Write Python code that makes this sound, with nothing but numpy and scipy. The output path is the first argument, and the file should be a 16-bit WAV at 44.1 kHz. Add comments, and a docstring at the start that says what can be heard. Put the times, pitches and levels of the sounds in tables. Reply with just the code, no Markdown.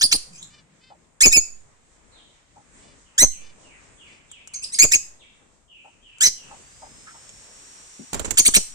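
"""Lovebirds in a wire cage, close to a two-port microphone in a hard room, over steady room tone.
The end of a shrill stepped chirp leads into others; the harmonic chirps overload the microphone with thumps.
A filtered-noise drone swells early, an arched crow call and sliding whistles follow far off, and noise
bursts knock on the perch and tick on the wire. Past six seconds a small motor spins up, a whine over hiss;
then one bird hops, its gusts and rattle made of slow noise, and the last loud chirps close the scene."""
import sys
import numpy as np
from scipy import signal
from scipy.fft import rfft, irfft
from scipy.io import wavfile

SR = 44100
rng = np.random.default_rng(int(sys.argv[2]) if len(sys.argv) > 2 else 0)


def transcribe(u):
    """Save the signal u as a 16-bit wav file named by the first command-line argument.

    u: samples, shape (n,) or (channels, n), limited to [-1, 1]; the rate is SR.
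    q: integer samples, one column per channel.
    """
    v = np.clip(np.atleast_2d(u).T, -1, 1)
    q = np.round(v * 32767).astype(np.int16)
    wavfile.write(sys.argv[1], SR, q)


N = 385434


def undb(db):
    """Level to amplitude: 20 dB is a factor of ten."""
    return 10 ** (np.asarray(db) / 20)


def unit(x):
    """Normalisation to a root-mean-square of 1."""
    return x / np.sqrt(np.mean(x ** 2))


def band(x, hz, width_hz):
    """Second-order resonance with gain 1 at its centre."""
    return signal.lfilter(*signal.iirpeak(min(hz, .45 * SR), hz / width_hz, SR), x)


def steep(x, hz, width_hz):
    """Cascaded resonance: the same one twice, for steeper skirts."""
    return band(band(x, hz, width_hz), hz, width_hz)


def lowpass(x, order, hz):
    """Butterworth treble loss above hz."""
    return signal.sosfilt(signal.butter(order, hz, fs=SR, output="sos"), x)


def wander(n, rate_hz):
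    """Low-passed noise: smooth chance of spread about 1 that turns about rate_hz times a second."""
    return unit(lowpass(rng.standard_normal(n + 2000), 4, rate_hz)[2000:])


def add(out, s, x, pan_db=0):
    """Superposition: mixes x in at s seconds, pan_db stronger on the left than on the right."""
    i = int(s * SR)
    out[:, i:i + x.shape[-1]] += x[..., :N - i] * undb([[pan_db / 2], [-pan_db / 2]])


def echoes(x, t60_s):
    """Diffuse reverberation: decaying noise of unit energy, unrelated at the two ports."""
    t = np.arange(int(.9 * SR)) / SR
    tail = rng.standard_normal((2, len(t))) * 10 ** (-3 * t / t60_s) * (t > .001)
    tail = tail / np.sqrt(np.sum(tail ** 2, axis=1, keepdims=True))
    return signal.fftconvolve(x, tail, axes=1)[:, :N]


# chirps and ticks below this level are duller; such chirps are also thinner
SOFT_BELOW_DB, SOFT_TOP_HZ, SOFT_LOW_HZ = -20, 9400, 3800
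SOFT_T60_S, SOFT_ECHO_DB = 0.27, -3
EARLIER_S, EARLIER_DB = .012, -11.5  # the end of an earlier chirp
# Chirps that sweep up, hold a note and drop to a closing note, one a row:
# [opens t/s, holds t/s, drops t/s, ends t/s, sweep from f/Hz, sweep to f/Hz, hold from f/Hz, hold to f/Hz,
#  closing f/Hz, beak resonance sweeping f/Hz, held f/Hz, closing f/Hz, relative held level/dB,
#  relative closing level/dB, roughness/1, relative thump left level/dB, right level/dB]
CHIRP_NOTES = [ (0.008, 0.027, .040, .062, 1393, 1900, 4313, 4768, 4784, 5900, 9010, 9000, -17.5, -19, 0.87, -46, -35),
               (0.112, 0.127, .141, .165, 1417, 2110, 4240, 4815, 4830, 5430, 9010, 9000, -16.5, -19.5, 0.92, -38, -30.5),
               (0.325, 0.378, .43, .45, 2490, 2490, 3140, 3780, 3680, 6500, 6500, 7200, -52.5, -57, 1.12, -62, -70),
               (1.204, 1.231, 1.259, 1.285, 1640, 2344, 2560, 2539, 2327, 7520, 5850, 6840, -12, -12, 0.58, -25.5, -16),
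               (1.313, 1.328, 1.366, 1.390, 1844, 1874, 2494, 2640, 2348, 7300, 6240, 6670, -16, -9.5, 0.33, -32.5, -22),
               (3.178, 3.195, 3.226, 3.252, 1552, 1930, 1929, 2080, 2099, 7200, 7280, 6260, -12.5, -13, 0.41, -25.5, -16),
               (4.533, 4.544, 4.556, 4.566, 1815, 2400, 2115, 2147, 2144, 8150, 6230, 6330, -32.5, -34.5, 0.72, -62, -59),
               (4.619, 4.641, 4.650, 4.658, 2400, 2950, 4970, 5040, 4850, 8400, 9300, 9500, -32, -45, 0.6, -55, -61),
               (4.718, 4.744, 4.755, 4.768, 1830, 2260, 4920, 4980, 4780, 8600, 9090, 9650, -30.5, -33, .55, -58.5, -58),
               (4.785, 4.795, 4.839, 4.855, 1571, 2500, 2125, 2533, 2335, 7200, 6810, 6900, -12, -11.5, 0.7, -24, -24),
               (4.912, 4.926, 4.947, 4.965, 1762, 2030, 2395, 2635, 2250, 7100, 7030, 6570, -16.5, -16.5, 0.95, -39.5, -35.5),
               (6.204, 6.236, 6.264, 6.287, 1414, 2054, 2087, 1994, 2077, 7670, 5560, 5210, -16, -16.5, 0.74, -38.5, -36.5),
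               (8.371, 8.383, 8.395, 8.408, 1430, 2250, 4350, 4810, 2250, 7670, 8060, 6240, -10.5, -15.5, 0.78, -29, -34),
               (8.448, 8.464, 8.48, 8.490, 1785, 2400, 4350, 4463, 2214, 8200, 8150, 6100, -14, -21.5, 0.8, -26, -33.5),
               (8.537, 8.551, 8.565, 8.582, 1490, 2216, 4170, 4277, 2146, 7850, 7870, 5650, -13, -18.5, 0.88, -22.5, -30),
               ]


def chirps():
    """Direct and reverberant sound: loud chirps stay clear, soft ones are thin, dull and mixed with echoes."""
    loud, soft = np.zeros((2, 2, N))
    for row in CHIRP_NOTES:
        held_db = row[-5]
        add(soft if held_db < SOFT_BELOW_DB else loud, row[0], chirp(row), -1.2)
    add(loud, 0, chirp(CHIRP_NOTES[0])[-int(EARLIER_S * SR):] * undb(EARLIER_DB))
    soft = signal.sosfilt(signal.butter(2, SOFT_LOW_HZ, "high", fs=SR, output="sos"), soft)
    soft = undb(-0.5) * soft + undb(SOFT_ECHO_DB) * echoes(soft, SOFT_T60_S)
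    return loud + lowpass(soft, 4, SOFT_TOP_HZ)


SYRINX_TILT_DB = -2  # per harmonic
BEAK_WIDTH_HZ, WINDPIPE_HZ, WINDPIPE_WIDTH_HZ, WINDPIPE_DB = 820, 2618, 310, 12.5
# spread of pitch, fast and slow, as a share of it at full roughness
WOBBLE, FLUTTER_HZ, STRAY, STRAY_HZ = .028, 450, .025, 110
FLUTTER_DB, BREATH_DB = 6, -7  # level flutter and breath at full roughness
# fundamentals above this are strong if the closing note is high too, else weak; overtones near it are weak
HIGH_NOTE_HZ, HIGH_NOTE_DB, VALLEY_DB = 3960, 14.5, -7


def chirp(row):
    """Source-filter voice: syrinx harmonics under beak and windpipe resonances, roughened by modulation."""
    t, hz, db, beak_hz, beak_db, rough = voice(row)
    held_hz, close_hz = row[6], row[8]
    unsteady = WOBBLE * wander(len(t), FLUTTER_HZ) + STRAY * wander(len(t), STRAY_HZ)
    phase = 2 * np.pi * np.cumsum(hz * (1 + rough * unsteady)) / SR
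    # a rough voice weakens every other beat, a high one two in three, which adds partials between the harmonics
    beats = 3 if held_hz > HIGH_NOTE_HZ else 2
    k = np.arange(2, 10 * beats)[:, None] / beats
    partial_hz = k * hz

    def peak(centre_hz, width_hz):
        return 1 / (1 + ((partial_hz - centre_hz) / width_hz) ** 2)

    high_db = (hz > HIGH_NOTE_HZ) * (HIGH_NOTE_DB if close_hz > HIGH_NOTE_HZ else VALLEY_DB / 2)
    size_db = SYRINX_TILT_DB * k - (6.5 + 2 * rough) * (partial_hz < 3000)
    size_db = size_db + beak_db * peak(beak_hz, BEAK_WIDTH_HZ)
    size_db = size_db + np.where(k == 1, high_db, VALLEY_DB * peak(HIGH_NOTE_HZ, WINDPIPE_WIDTH_HZ))
    size_db = size_db + WINDPIPE_DB * peak(WINDPIPE_HZ, WINDPIPE_WIDTH_HZ)
    size = undb(size_db) * (partial_hz < 17000)
    size = size * np.where(k % 1 > 0, .28 * rough ** 1.4, 1)  # the partials between the harmonics
    size = size / np.sqrt(np.sum(size ** 2, axis=0) / 2)
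    # turbulent air smears each harmonic into a band around it
    smear = 1 + undb(BREATH_DB) * rough * np.array([wander(len(t), 530) for _ in k])
    level = undb(db + FLUTTER_DB * rough * wander(len(t), 250))
    edges = np.clip(np.minimum(t - t[0], t[-1] - t) / .004, 0, 1)
    return np.sum(size * smear * np.sin(k * phase), axis=0) * level * edges


STEP_S = .003  # time the voice takes to jump from note to note
# the sweep swells from OPEN_DB under the held level; the closing note sags by a share of its pitch and fades
OPEN_DB, SWELL_S, SAG, FADE_DB = -13, 0.005, .035, -9
BEAK_DB, CLOSE_BEAK_DB = 15.5, 7  # the beak resonance is louder by the second on the closing note; its width stays the same
# share of the roughness in sweep, hold and closing note; extra rasp around each jump
SWEEP_ROUGH, HOLD_ROUGH, CLOSE_ROUGH, JUMP_ROUGH, JUMP_S = 0.7, 0.7, 1.1, 0.3, .003


def voice(row):
    """Articulation: time, pitch, level, beak resonance and roughness as contours through one chirp."""
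    opens, holds, drops, ends, from_hz, to_hz, held_hz, top_hz, close_hz = row[:9]
    sweep_beak_hz, held_beak_hz, close_beak_hz, held_db, close_db, rough = row[9:-2]
    t = np.arange(opens, ends + .004, 1 / SR)
    half = STEP_S / 2
    corners = np.sort([opens, holds - half, holds + half, drops - half, drops + half, ends])

    def by_note(sweep, hold, close):
        return np.interp(t, corners, np.repeat([sweep, hold, close], 2))

    pitches = [from_hz, to_hz, held_hz, top_hz, close_hz, close_hz * (1 - SAG)]
    hz = np.exp(np.interp(t, corners, np.log(pitches)))
    closing = np.clip((t - drops) / (ends - drops), 0, 1)
    db = by_note(held_db, held_db, close_db) + OPEN_DB * np.exp((opens - t) / SWELL_S) + FADE_DB * closing ** 2
    jumps = sum(np.exp(-((t - s) / JUMP_S) ** 2) for s in (holds, drops))
    rough = rough * by_note(SWEEP_ROUGH, HOLD_ROUGH, CLOSE_ROUGH) + JUMP_ROUGH * jumps
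    beak_hz = by_note(sweep_beak_hz, held_beak_hz, close_beak_hz)
    return t, hz, db, beak_hz, BEAK_DB + by_note(0, 0, CLOSE_BEAK_DB), np.clip(rough, 0, 1)


THUMP_S, BIAS_HZ, BIAS_WIDTH_HZ = .03, 2.8, 3.6
RATTLE, RATTLE_S = 0.74, .011  # share of the thump, spread in time


def thumps():
    """Damped oscillator: chirps drag the diaphragm down with a rattle; the bias swings back and settles."""
    drags, rattles = np.zeros((2, 2, N))
    t = np.arange(-2600, 0) / SR  # time up to the end of the thump
    for _, _, drops, ends, *_, left_db, right_db in CHIRP_NOTES:
        size = undb([[left_db], [right_db]]) * 2
        noise = rng.standard_normal((2, len(t)))
        rattle = unit(steep(noise, 260, 460) + .12 * band(noise, 600, 1500))
        # with the .004 s delay below, the rattle peaks .0081 s after the drop
        swell = np.exp(-((t + ends - drops - 0.0041) / RATTLE_S) ** 2)
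        add(rattles, ends + t[0] + .004, size * RATTLE * rattle * swell)
        add(drags, ends + t[0] + 0.0025, -np.exp(t / THUMP_S) * np.clip(-t / 0.0053, 0, 1) * size)
    w, damp = 2 * np.pi * BIAS_HZ, 2 * np.pi * BIAS_WIDTH_HZ
    settling = signal.lfilter(*signal.bilinear([1, 0, 0], [1, damp, w ** 2], SR), drags)
    return settling + rattles + undb(-11) * echoes(rattles, 0.11)


# Claws on the wire: [t/s, relative peak level/dB, left minus right level/dB, scrape length t/s]
CLAW_TICKS = [(4.316, -26.5, -1, 0.00052), (4.475, -25.5, 2, 0.0007), (6.184, -34.5, 1, 0.0015),
              (7.293, -30.5, -4, 0.00085), (8.1312, -15.5, -6.5, 0.0037), (8.143, -14.5, -3, 0.0046),
              (8.196, -19.5, -17, 0.0012), (8.246, -20.5, -8.5, 0.015), (8.267, -37, -22, 0.0015),
              (8.3074, -18, -24.5, 0.0032)]
# Resonances of the wire: [f/Hz, width f/Hz, relative level/dB]
WIRE_MODES = [(2670, 4100, 13), (7310, 860, 26.5), (13400, 2700, 10.5)]


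def ticks():
    """Modal excitation: short scrapes of noise ring the resonances of the wire; soft ones are duller."""
    loud, soft = np.zeros((2, 2, N))
    t = np.arange(2600) / SR
    for s, db, pan_db, length_s in CLAW_TICKS:
        scrape = rng.standard_normal(len(t)) * undb(2.4 * wander(len(t), 700))
        scrape = scrape * np.clip(t / 0.0037, 0, 1) * np.exp(-(t / length_s) ** 2)
        tick = sum(undb(g) * band(scrape, hz, width) for hz, width, g in WIRE_MODES)
        add(soft if db < SOFT_BELOW_DB else loud, s - .001, tick / np.abs(tick).max() * undb(db), pan_db)
    return loud + lowpass(soft, 4, SOFT_TOP_HZ)


GUST_DB = 5  # spread of the gusts and of the unevenness of the shudder
# Wings push air at the ports and the cage rattles as a bird hops:
# [from t/s, to t/s, relative gust level/dB, rattle relative to each tick level/dB, rattle decay t/s]
HOP_AIR = (8.13, 8.35, -10, -12, .015)


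def hop():
    """Wind noise and forced vibration: gusts unrelated at the ports, a shudder strongest at each claw grip."""
    start, end, db, rattle_db, rattle_s = HOP_AIR
    out, t = np.zeros((2, N)), np.arange(start, end, 1 / SR)
    gusts = steep(rng.standard_normal((2, len(t))), 26, 59) * undb(GUST_DB * wander(len(t), 28.0))
    grips = undb(-35 + GUST_DB * wander(len(t), 37))
    for s, tick_db, *_ in CLAW_TICKS:
        grips = grips + undb(tick_db) * (t > s) * np.exp(-np.abs(t - s) / rattle_s)
    rattle = unit(band(rng.standard_normal((2, len(t))), 270, 400)) * grips
    swell = np.sin(np.pi * (t - start) / (end - start)) ** 0.098
    add(out, start, (gusts * undb(db) + rattle * undb(rattle_db)) * swell, -4)
    return out


# Dull knocks on the perch: [t/s, relative peak level/dB, f/Hz]
PERCH_KNOCKS = [(0.899, -44.5, 727), (2.556, -47.5, 805), (5.842, -47.5, 790), (6.506, -41, 906),
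                (6.816, -39, 820), (7.067, -39, 1410), (7.138, -45, 1000), (7.988, -36, 234)]


def knocks():
    """Impact response: a decaying burst of noise through one broad resonance of the perch."""
    out, t = np.zeros((2, N)), np.arange(2600) / SR
    for s, db, hz in PERCH_KNOCKS:
        burst = rng.standard_normal(len(t)) * np.exp(-t / 0.0326) * np.clip(t / 0.0046, 0, 1)
        knock = steep(burst, hz, 0.4 * hz)
        add(out, s, knock / np.abs(knock).max() * undb(db))
    return out


# whine and cooling air close in on full speed
MOTOR_ON_S, SPIN_UP_S, IDLE_HZ, FULL_HZ = 6.43, 0.47, 3980, 5744
WHINE_START_DB, WHINE_DB = -83, -54.5
HISS_START_DB, HISS_DB, BRIGHT_DB = -58, -48.5, -21  # the last is relative to the blowing


def motor():
    """Exponential spin-up: a wavering whine over turbulent cooling air that rings the ports."""
    since = np.arange(N) / SR - MOTOR_ON_S
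    short = np.exp(-np.maximum(since, 0) / SPIN_UP_S)  # share of full speed still to gain
    speed_hz = FULL_HZ - (FULL_HZ - IDLE_HZ) * short
    phase = 2 * np.pi * np.cumsum(speed_hz * (1 + .006 * wander(N, 150))) / SR
    whine = undb(WHINE_DB + (WHINE_START_DB - WHINE_DB) * short ** 2.1 + 2 * wander(N, 45))
    noise = rng.standard_normal((2, N))
    hiss = unit(steep(noise, 7400, 4800)) + 0.87 * unit(band(noise, 2960, 8100))
    blowing_db = HISS_DB + (HISS_START_DB - HISS_DB) * short ** 0.7 + 0.52 * wander(N, 6.4)
    blowing = (since > 0) * undb(blowing_db)
    # a thin bright hiss rises with the motor, over a very faint constant hiss
    bright = unit(steep(rng.standard_normal((2, N)), 12500, 6000))
    bright = bright * (undb(BRIGHT_DB) * blowing + undb(-89.5))
    return (since > 0) * whine * np.sin(phase) * undb([[-2], [2]]) + hiss * blowing, bright


CAW_S = .14
# Far crow, an arched note each: [t/s, relative level/dB, pitch f/Hz]
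CROW_CAWS = [(0.488, -56, 598), (0.8, -58, 520), (2.812, -58, 592), (3.4, -56.5, 596), (4.052, -61, 592)]
# Resonances of the crow's throat: [f/Hz, width f/Hz, relative level/dB]
THROAT_MODES = [(2400, 780, -8.5), (3228, 1380, -3.5), (4526, 410, -7)]


def crow():
    """Source-filter voice: harmonics and breath noise shaped by the throat resonances."""
    out = np.zeros((2, N))
    for s, db, hz in CROW_CAWS:
        u = np.linspace(0, 1, int(CAW_S * SR))
        arch_hz = hz * (1 - .25 * (u - .5) ** 2)
        phase = np.cumsum(arch_hz * (1 + .008 * wander(len(u), 150))) / SR
        pulses = sum(np.sin(2 * np.pi * k * phase) for k in range(1, 11)) + rng.standard_normal(len(u))
        caw = unit(sum(undb(g) * band(pulses, f, w) for f, w, g in THROAT_MODES))
        add(out, s, caw * np.sin(np.pi * u) * undb(db + 3 * wander(len(u), 40)), 2)
    return out


FAR_T60_S = 0.76
# Far birds, one slurred whistle each: [t/s, start f/Hz, end f/Hz, level before echoes/dB, length t/s]
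BIRD_WHISTLES = [(2.11, 4330, 2796, -48.5, 0.1), (3.035, 3200, 2490, -56, 0.074),
                 (3.3, 3240, 2100, -45, 0.078), (3.62, 3135, 1837, -48, 0.14),
                 (3.967, 3543, 1910, -44, 0.13), (4.288, 3580, 2078, -42.5, 0.095),
                 (4.464, 3110, 2160, -47.5, 0.083), (5.19, 4070, 1902, -44, .05),
                 (5.676, 3220, 2330, -43.5, 0.12), (6.014, 3250, 2417, -45, .13),
                 (6.332, 3180, 2500, -46, 0.13)]


def whistles():
    """Reverberant field: gliding, wavering pure tones heard only through their echoes."""
    far = np.zeros((2, N))
    for s, from_hz, to_hz, db, length_s in BIRD_WHISTLES:
        u = np.linspace(0, 1, int(length_s * SR))
        glide_hz = from_hz + (to_hz - from_hz) * u
        phase = 2 * np.pi * np.cumsum(glide_hz * (1 + 0.04 * wander(len(u), 300))) / SR
        add(far, s, np.sin(phase) * np.sin(np.pi * u) ** .5 * undb(db))
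    return echoes(far, FAR_T60_S)


# A low drone: [from t/s, to t/s, f/Hz, level before the swell/dB]
LOW_DRONE = (.27, 1.3, 165, -57.5)


def drone():
    """Narrow-band noise: a soft low hum that swells quickly, is loudest early and fades."""
    start, end, hz, db = LOW_DRONE
    out, u = np.zeros((2, N)), np.linspace(0, 1, int((end - start) * SR))
    hum = steep(rng.standard_normal(len(u)), hz, 56)
    add(out, start, unit(hum) * np.sin(np.pi * u ** 0.21) * undb(db))
    return out


AIR_DB = -55
# Spectrum of the room tone: [f/Hz, relative level/dB]
AIR_SPECTRUM = [(15, -24), (25, -11.5), (260, -20), (2050, -27), (2800, -31), (4600, -36.5), (7510, -26.5),
                (9300, -31), (14300, -64), (22000, -120)]
# Balance of the room tone: [f/Hz, left minus right level/dB]
AIR_BALANCE = [(300, 6), (8000, -3)]


def air():
    """Partial coherence: octaves that swell together and flicker alone, most alike at the ports in the bass."""
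    hz = np.maximum(np.arange(N // 2 + 1) * SR / N, 1)

    def shape(table):
        table_hz, table_db = np.array(table).T
        return np.interp(np.log(hz), np.log(table_hz), table_db)

    mid, side = rfft(rng.standard_normal((2, N)))
    apart = np.clip(.45 + hz / 1500, 0, 1)
    both = np.array([mid + apart * side, mid - apart * side]) / np.sqrt(1 + apart ** 2)
    both = both * undb(shape(AIR_SPECTRUM) + np.array([[.5], [-.5]]) * shape(AIR_BALANCE))
    out, swell = 0, wander(N, 1.254)
    for low in range(4, 14):
        share = np.clip(1 - np.abs(np.log2(hz) - low - .5), 0, 1) ** .5
        out = out + irfft(both * share, N) * undb((1 + low / 5) * swell + 2.5 * wander(N, 5))
    return unit(out) * undb(AIR_DB)


PORT_LAG = 8  # samples by which the cage reaches the left port later
NEAR_T60_S, NEAR_DB, ROOM_T60_S, ROOM_DB = .032, -.5, 0.35, -10
PORT_HZ, PORT_WIDTH_HZ = 6500, 5500
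BACKGROUND_TOP_HZ = 8800


def scene():
    """Superposition of direct, reflected and background sound at the two ports."""
    near = chirps() + ticks() + knocks()
    near[0] = np.roll(near[0], PORT_LAG)
    close_echoes = undb(NEAR_DB) * echoes(near, NEAR_T60_S)
    room_echoes = undb(ROOM_DB) * band(echoes(near, ROOM_T60_S), PORT_HZ, PORT_WIDTH_HZ)
    machine, bright = motor()
    # the quiet background sounds are dull, with little above BACKGROUND_TOP_HZ; a thin bright hiss is added
    background = crow() + whistles() + machine + air() + drone()
    background = lowpass(background, 14, BACKGROUND_TOP_HZ) + bright
    return undb(2.0) * (near + close_echoes + room_echoes) + hop() + thumps() + background


NOTCH_HZ, NOTCH_WIDTH_HZ, NOTCH_DEPTH = 11300, 1500, .75  # the microphone is partly deaf here
TOP_HZ = 15600


def record(dry):
    """Band limiting and soft saturation: dulls the top octave, rounds the loudest peaks, cuts above TOP_HZ."""
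    notched = dry - NOTCH_DEPTH * band(dry, NOTCH_HZ, NOTCH_WIDTH_HZ)
    dull = signal.lfilter(*signal.butter(4, 13600, fs=SR), notched)
    rounded = np.tanh(1.4 * dull) / 1.4
    return signal.sosfilt(signal.ellip(8, .2, 70, TOP_HZ, fs=SR, output="sos"), rounded)


dry = scene()
out = record(dry)
transcribe(out)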